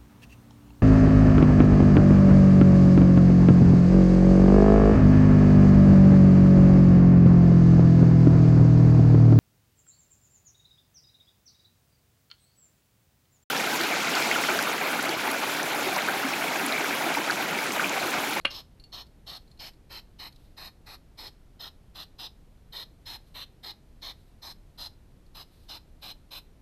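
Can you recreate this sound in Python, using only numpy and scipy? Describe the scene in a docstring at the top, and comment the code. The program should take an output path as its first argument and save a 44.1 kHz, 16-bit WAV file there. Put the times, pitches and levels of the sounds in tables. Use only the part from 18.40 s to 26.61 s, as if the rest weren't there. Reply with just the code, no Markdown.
"""A bowl knocks on wooden boards, then a hedgehog huffs about three times a second, close to a trail camera.
Two hedgehogs shuffle round each other beside the food bowl at night; one steps off it and it is brushed again.
Each huff is noise, a jet of air coloured by throat, nostrils and the bounce off the boards; the knock is
thuds of noise with ringing sine modes, touches are faint rings and scratches, the rustle is swelling noise.
Short echoes lie round the bowl and huffs, and a quiet garden rumble with a soft hiss lies beneath."""
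import sys
import numpy as np
from scipy import signal
from scipy.fft import rfft, irfft
from scipy.io import wavfile

SR = 44100
rng = np.random.default_rng(int(sys.argv[2]) if len(sys.argv) > 2 else 0)


def to_wav(s):
    """Save 16-bit WAV."""
    ch = np.atleast_2d(s).T  # columns
    pcm = np.round(np.clip(ch, -1, 1) * 32767)  # PCM
    wavfile.write(sys.argv[1], SR, pcm.astype(np.int16))


N = 362061  # length in samples

# Huffs. Each row: start in seconds, length in seconds, strength at the nose in dB, swell from start to end in dB.
HUFFS = [(.101, 0.11, -42.5, -6), (.522, .1, -42, -2), (0.866, 0.11, -43, -4.5), (1.192, .1, -45, -5.5),
         (1.497, 0.098, -46, 5), (1.789, .094, -45, -5), (2.168, .12, -47, 0.5), (2.461, .094, -49, 1),
         (2.776, .11, -44.5, 1.5), (3.195, 0.088, -44, -0.5), (3.547, 0.09, -44.5, 4),
         (3.785, 0.087, -41, 2.5), (4.324, .11, -41.5, 2.5), (4.656, .11, -43, -2.5),
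         (4.943, 0.092, -43, 4.5), (5.23, 0.085, -43, 7.5), (5.618, .1, -41.5, -2.5), (6.02, .1, -44.5, 0),
         (6.378, 0.096, -42.5, 2), (6.946, 0.078, -48, 4.5), (7.285, 0.091, -44, -5), (7.617, 0.1, -44, 5),
         (7.909, 0.082, -43.5, -2.5)]
# Pose of the snout before the microphone. Each row: time in seconds, band cancelled by the bounce off the
# boards in Hz, brightness from facing the microphone in dB, main nose resonance in Hz.
SNOUT = [(.1, 2100, 1.5, 4140), (.87, 2310, -3.5, 4210), (1.189, 3900, -1, 4110), (1.79, 3400, -4.5, 4080),
         (2.46, 3140, 1, 4080), (3.2, 2280, -2, 4090), (3.79, 2260, -2, 3960), (4.32, 2600, -6, 4060),
         (4.66, 4750, 0.5, 4060), (4.95, 5100, -4, 4020), (5.23, 2650, -3.5, 4060), (5.62, 2780, -4, 4070),
         (6.02, 2800, 6, 4020), (6.38, 2250, 5, 4010), (7.29, 1850, 3, 3970), (7.62, 1830, -2, 4030)]
# Nostril hiss in a huff of the usual strength. 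Each row: time in seconds, level in dB.
NOSTRIL_HISS_LEVEL = [(.6, -59), (1.3, -57), (3.7, -57.5), (4.5, -55.5), (5.6, -58.5), (6.1, -55.5),
                      (7.2, -58), (7.9, -53)]
# Resonances of lower throat, upper throat, nose at rest and nostril hiss, before any shift by pose or chance.
# Each row: frequency in Hz, width in Hz, relative level in dB.
THROAT = [(882, 810, -1), (325, 190, -6)]
UPPER_THROAT = [(1870, 390, 0), (2440, 900, -1)]
NOSE = [(3076, 610, -7), (3692, 420, -1.5), (4114, 460, 2.5), (5096, 492, -4.5), (5920, 210, -13),
        (6630, 700, -22.5)]
NOSTRIL_HISS = [(7500, 270, -19.5), (8030, 3100, -10), (11150, 2300, -9.5), (12040, 1100, 0.5),
                (13250, 1400, -11.5)]
REST_NOSE_HZ = 4047  # main nose resonance at rest
NOTCH_DB, NOTCH_WIDTH_HZ = -10.5, 340  # depth and width of the cancelled band
USUAL_DB = -44  # usual strength at the nose
THROAT_DB, UPPER_THROAT_DB = -52.5, -54.5  # in a huff of the usual strength
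THROAT_FOLLOW, HISS_FOLLOW = .15, .25  # dB gained per dB of strength
UPPER_THROAT_TURN = .4  # dB lost per dB of facing the microphone


def huffs(attack_s=0.021, release_s=0.018, lead_s=.006, hang_s=0.0037, throat_lag_s=.0025,
          flutter_db=0.6, flutter_hz=150, sway_db=1.02, sway_hz=32, arch_db=1.5, hiss_stretch=0.013):
    """Each huff is a turbulent jet that snaps on, holds and stops; it rings throat and nose and hisses at the nostrils."""
    out, n = np.zeros(N), SR // 5
    t, f = np.arange(n) / SR, freqs(n)
    pose_s, *pose = np.transpose(SNOUT)
    hiss_s, hiss_levels_db = np.transpose(NOSTRIL_HISS_LEVEL)
    for s, length, nose_db, swell_db in HUFFS:
        notch_hz, tilt_db, nose_hz = (np.interp(s, pose_s, column) for column in pose)
        effort_db = nose_db - USUAL_DB
        hiss_db = np.interp(s, hiss_s, hiss_levels_db) + HISS_FOLLOW * effort_db

        # the bounce off the boards cuts a notch that moves with the snout
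        notch = undb(NOTCH_DB * np.exp(-((f - notch_hz) / NOTCH_WIDTH_HZ) ** 2))
        paths = deflect(f)
        # a snout turned toward the microphone sounds brighter and less throaty
        facing = undb(tilt_db * np.interp(f, [3200, 5100], [-.5, .5]))
        nose = noise(n, paths * notch * facing * resonances(f * REST_NOSE_HZ / nose_hz, NOSE))

        lower = undb(THROAT_DB) * noise(n, paths * resonances(f, THROAT))
        upper = noise(n, paths * resonances(f, UPPER_THROAT))
        upper = irfft(notch * rfft(upper), n)  # here the notch also lowers the level
        throat = lower + undb(UPPER_THROAT_DB - UPPER_THROAT_TURN * tilt_db) * upper

        # the nostrils are never shaped quite the same twice
        stretch = 1 + hiss_stretch * rng.standard_normal()
        hiss = noise(n, paths * resonances(f * stretch, NOSTRIL_HISS))

        age = t - lead_s
        progress = np.clip(age / length, 0, 1) - .5  # -0.5 at the start, 0.5 at the end
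        stop = (1 - np.tanh(2 * (age - length - hang_s) / release_s)) / 2
        flow = stop * undb(-arch_db * (2 * progress) ** 2)
        # the narrow nostrils sound first, the throat follows as the flow builds
        jet = undb(nose_db + swell_db * progress) * nose + undb(hiss_db) * hiss
        jet = push(t, attack_s) * jet
        rush = push(t, attack_s + throat_lag_s) * undb(THROAT_FOLLOW * effort_db) * throat
        # the moist nostrils flutter in the stream
        flutter = undb(flutter_db * walk(n, flutter_hz) + sway_db * walk(n, sway_hz))
        add(out, s - lead_s, flow * (jet * flutter + rush))
    return out


# Contacts of the bowl with the boards. Each row: time in seconds, relative level in dB.
KNOCKS = [(0.049, -5), (0.0511, 3), (0.0524, -2.5), (0.061, -19.5), (0.0723, -21.5), (0.0836, -23)]
# Colour of the thud of the boards. Each row: frequency in Hz, relative level in dB.
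BOARDS = [(140, -36), (215, -4.5), (300, -10.5), (400, -22.5), (560, -12), (900, -14), (1300, -3.5),
          (1900, -9.5), (2600, -0.5), (3500, -11), (4500, -17.5), (6000, -32.5), (8500, -35.5),
          (14000, -55)]


def knock(thud_db=-21, thud_t60=0.023, tail_db=-16, tail_t60=.11, ring_db=-10.0, rise_s=0.00051,
          build_s=0.0037, chatter_db=2.0, chatter_hz=180, settle_db=-8, settle_s=.011):
    """The tipped bowl drops back and chatters: the boards thud at each contact, the bowl's ring builds up."""
    out, n = np.zeros(N), SR // 5
    t = np.arange(n) / SR
    decay = undb(-60 * t / thud_t60) + undb(tail_db - 60 * t / tail_t60)
    for s, db in KNOCKS:
        thud = noise(n, colour(n, BOARDS))
        add(out, s, undb(db + thud_db) * push(t, rise_s) * decay * thud)
    # once it is down, the wood damps the bowl, which buzzes against it and rings unevenly
    contact_db = (settle_db + chatter_db * walk(n, chatter_hz)) * push(t, settle_s)
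    ring = undb(ring_db + contact_db) * push(t, build_s) * bowl_ring(t, False)
    add(out, KNOCKS[1][0], ring)  # the ring starts at the second contact
    return out


# Modes of the bowl on its boards, then one of its rim. Each row: frequency in Hz, time to fall 60 dB in
# seconds, relative level when knocked in dB, relative level when brushed in dB.
BOWL = [(215, 0.095, -18, -45.5), (549, 0.078, -16, -46.5), (1247, 0.077, -17.5, -41),
        (1600, 0.091, -18.5, -41), (2237, .06, -10, -33.5), (2410, .08, -16, -24.5),
        (2590, .06, -11.5, -35.5), (2814, .095, -3.5, -20), (2853, .025, -3.5, -25), (3080, .05, -12, -32),
        (3120, .07, -13.5, -29.5), (3370, 0.055, -15.5, -27), (4180, .055, -12.5, -8.5),
        (4430, 0.081, -19.5, -8), (7330, .05, -43.5, -14.5)]
RIM_MODE = (10590, .06, -27, -22)


def bowl_ring(t, brushed, spread_db=0):
    """Free ringing of the bowl; the place of contact decides how strongly each mode answers."""
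    modes = BOWL + [RIM_MODE]
    place_db = spread_db * rng.standard_normal(len(modes))
    ring = np.zeros(len(t))
    for (hz, t60, knock_db, brush_db), extra_db in zip(modes, place_db):
        mode_db = (brush_db if brushed else knock_db) + extra_db
        ring += np.sin(2 * np.pi * hz * t) * undb(mode_db - 60 * t / t60)
    return ring


# Claws and spines touching bowl and boards. Each row: start in seconds, strength in dB, ring of the bowl in dB.
TOUCHES = [(0.0108, -54, 2), (.398, -53, 4.5), (.4387, -47.5, 2), (0.6664, -51, -16), (1.077, -60, -2),
           (1.1135, -52, -2.5), (1.174, -56, 0), (1.3344, -57.5, 1), (1.9242, -48, -16), (1.96, -48.5, -18),
           (6.8635, -57, -10)]


def touches(ring_db=-1.0, scratch_db=-5, scratch_t60=0.037, rise_s=.001):
    """Light contacts: a tiny scratch with a ring of the bowl, weakest where the bowl is hardly touched."""
    out, n = np.zeros(N), SR // 5
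    t = np.arange(n) / SR
    scratch_colour = [(1000, -19.5), (3000, -10), (4300, 5.5), (6000, -13.5), (13000, -18)]  # (Hz, dB)
    for s, db, bowl_db in TOUCHES:
        ring = undb(ring_db + bowl_db) * bowl_ring(t, True, spread_db=5.0)
        scratch = noise(n, colour(n, scratch_colour)) * undb(scratch_db - 60 * t / scratch_t60)
        add(out, s, undb(db) * push(t, rise_s) * (ring + scratch))
    return out


# Shuffles of the animals. Each row: height of the move in seconds, level in dB.
SHUFFLES = [(1.05, -79.5), (2.0, -75.5), (4.9, -75.5), (5.779, -75.5), (7.2, -71.5)]
SHUFFLE_S, STIR_DB = 0.14, -82  # time a shuffle takes to swell or fade; rustle between shuffles


def rustle(grain_db=2.0, grain_hz=25):
    """Spines and feet brush softly all the time; each shuffle swells and fades."""
    t = np.arange(N) / SR
    motion = undb(STIR_DB) + sum(undb(db) * np.exp(-((t - s) / SHUFFLE_S) ** 2) for s, db in SHUFFLES)
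    brush_colour = [(800, -21), (2800, -8), (4100, 0.5), (5200, -8), (6500, -14.5), (12000, -10.0)]  # (Hz, dB)
    brush = noise(N, colour(N, brush_colour))
    return brush * motion * undb(grain_db * walk(N, grain_hz))


def deflect(f, count=4):
    """Gain of a few reflections off bowl, wall and bodies, 10-90 cm longer than the direct path."""
    lags = rng.uniform(.1, .9, (count, 1)) / 343  # metres over the speed of sound in m/s
    # small objects throw back the short waves best
    strength = np.interp(f, [4000, 8000], [.15, .26])
    return np.abs(1 + strength * np.exp(-2j * np.pi * f * lags).sum(0))


def surroundings(x, wet_db=-15, t60=0.22, gap_s=0.0034):
    """Short scattered echoes from the wall and the boards."""
    t = np.arange(SR // 2) / SR
    # nothing returns before the gap; the echoes reach full strength one gap later
    onset = np.clip(t / gap_s - 1, 0, None).clip(max=1)
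    echoes = rng.standard_normal(len(t)) * undb(-60 * t / t60) * onset
    echoes = echoes / np.sqrt(np.sum(echoes ** 2))
    return x + undb(wet_db) * signal.fftconvolve(x, echoes)[:N]


# Dips of the microphone port in the camera case. Each row: frequency in Hz, width in Hz, gain in dB.
PORT = [(4575, 197.6, -1), (5636, 130, -3.5), (7200, 260, -6.5), (9700, 250, -3)]


def port(x):
    """Sound reaches the microphone through a hole in the case, which cuts a few dips."""
    f = freqs(N)
    dips_db = sum(db * np.exp(-((f - hz) / width) ** 2) for hz, width, db in PORT)
    return irfft(rfft(x) * undb(dips_db), N)


# Colour of night air and microphone hiss. Each row: frequency in Hz, relative level in dB per Hz.
NIGHT = [(10, -14), (22, 4.5), (38, 1), (70, -4.5), (146, -10), (290, -17), (750, -27), (1160, -32.5),
         (3100, -38.5), (7000, -44.5), (13500, -46)]
NIGHT_DB = -53.5  # rms level


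def night():
    """Steady low rumble of the night air with a smooth hiss above it."""
    return noise(N, colour(N, NIGHT)) * undb(NIGHT_DB)


def undb(db):
    """Decibels to gain."""
    return 10 ** (np.asarray(db) / 20)


def unit(x):
    """Scale to rms 1."""
    return x / np.sqrt(np.mean(x ** 2))


def freqs(n):
    """Frequencies in Hz of the spectrum of n samples, none below 1."""
    return np.maximum(np.arange(n // 2 + 1) * SR / n, 1)


def noise(n, gain):
    """Noise of rms 1 shaped by the given gain at each frequency."""
    real, imaginary = rng.standard_normal((2, n // 2 + 1))
    return unit(irfft((real + 1j * imaginary) * gain, n))


def colour(n, points):
    """Gain through (Hz, dB) points, joined by straight lines over log frequency."""
    hz, db = np.transpose(points)
    return undb(np.interp(np.log(freqs(n)), np.log(hz), db))


def resonances(f, table):
    """Gain of steep resonances whose powers add."""
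    power = 0
    for hz, width, db in table:
        detuning = (f * f - hz * hz) / (f * width)
        power = power + undb(db) ** 2 / (1 + detuning ** 2) ** 2
    return np.sqrt(power)


def walk(n, rate):
    """Smooth chance of spread 1 that changes about rate times a second."""
    return noise(n, 1 / (1 + (freqs(n) / rate) ** 4))


def push(t, rise_s):
    """Smooth rise of a force or a flow."""
    return np.sin(np.pi / 2 * np.clip(t / rise_s, 0, 1)) ** 2


def add(out, s, x):
    """Mix x into out from time s on."""
    i = max(int(s * SR), 0)
    out[i:i + len(x)] += x[:len(out) - i]


def scene():
    """Animals and bowl near the wall, heard through the port, over the night air."""
    echoing = surroundings(huffs() + knock() + touches())
    through_port = port(echoing + rustle())
    return (through_port + night())[None]  # one channel


TOP_HZ = 13800  # upper limit of the camera's sound


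def record(dry):
    """The camera cuts the top with a steep low-pass."""
    low_pass = signal.ellip(10, .2, 70, TOP_HZ, fs=SR, output="sos")
    return signal.sosfilt(low_pass, dry)


dry = scene()
out = record(dry)
to_wav(out)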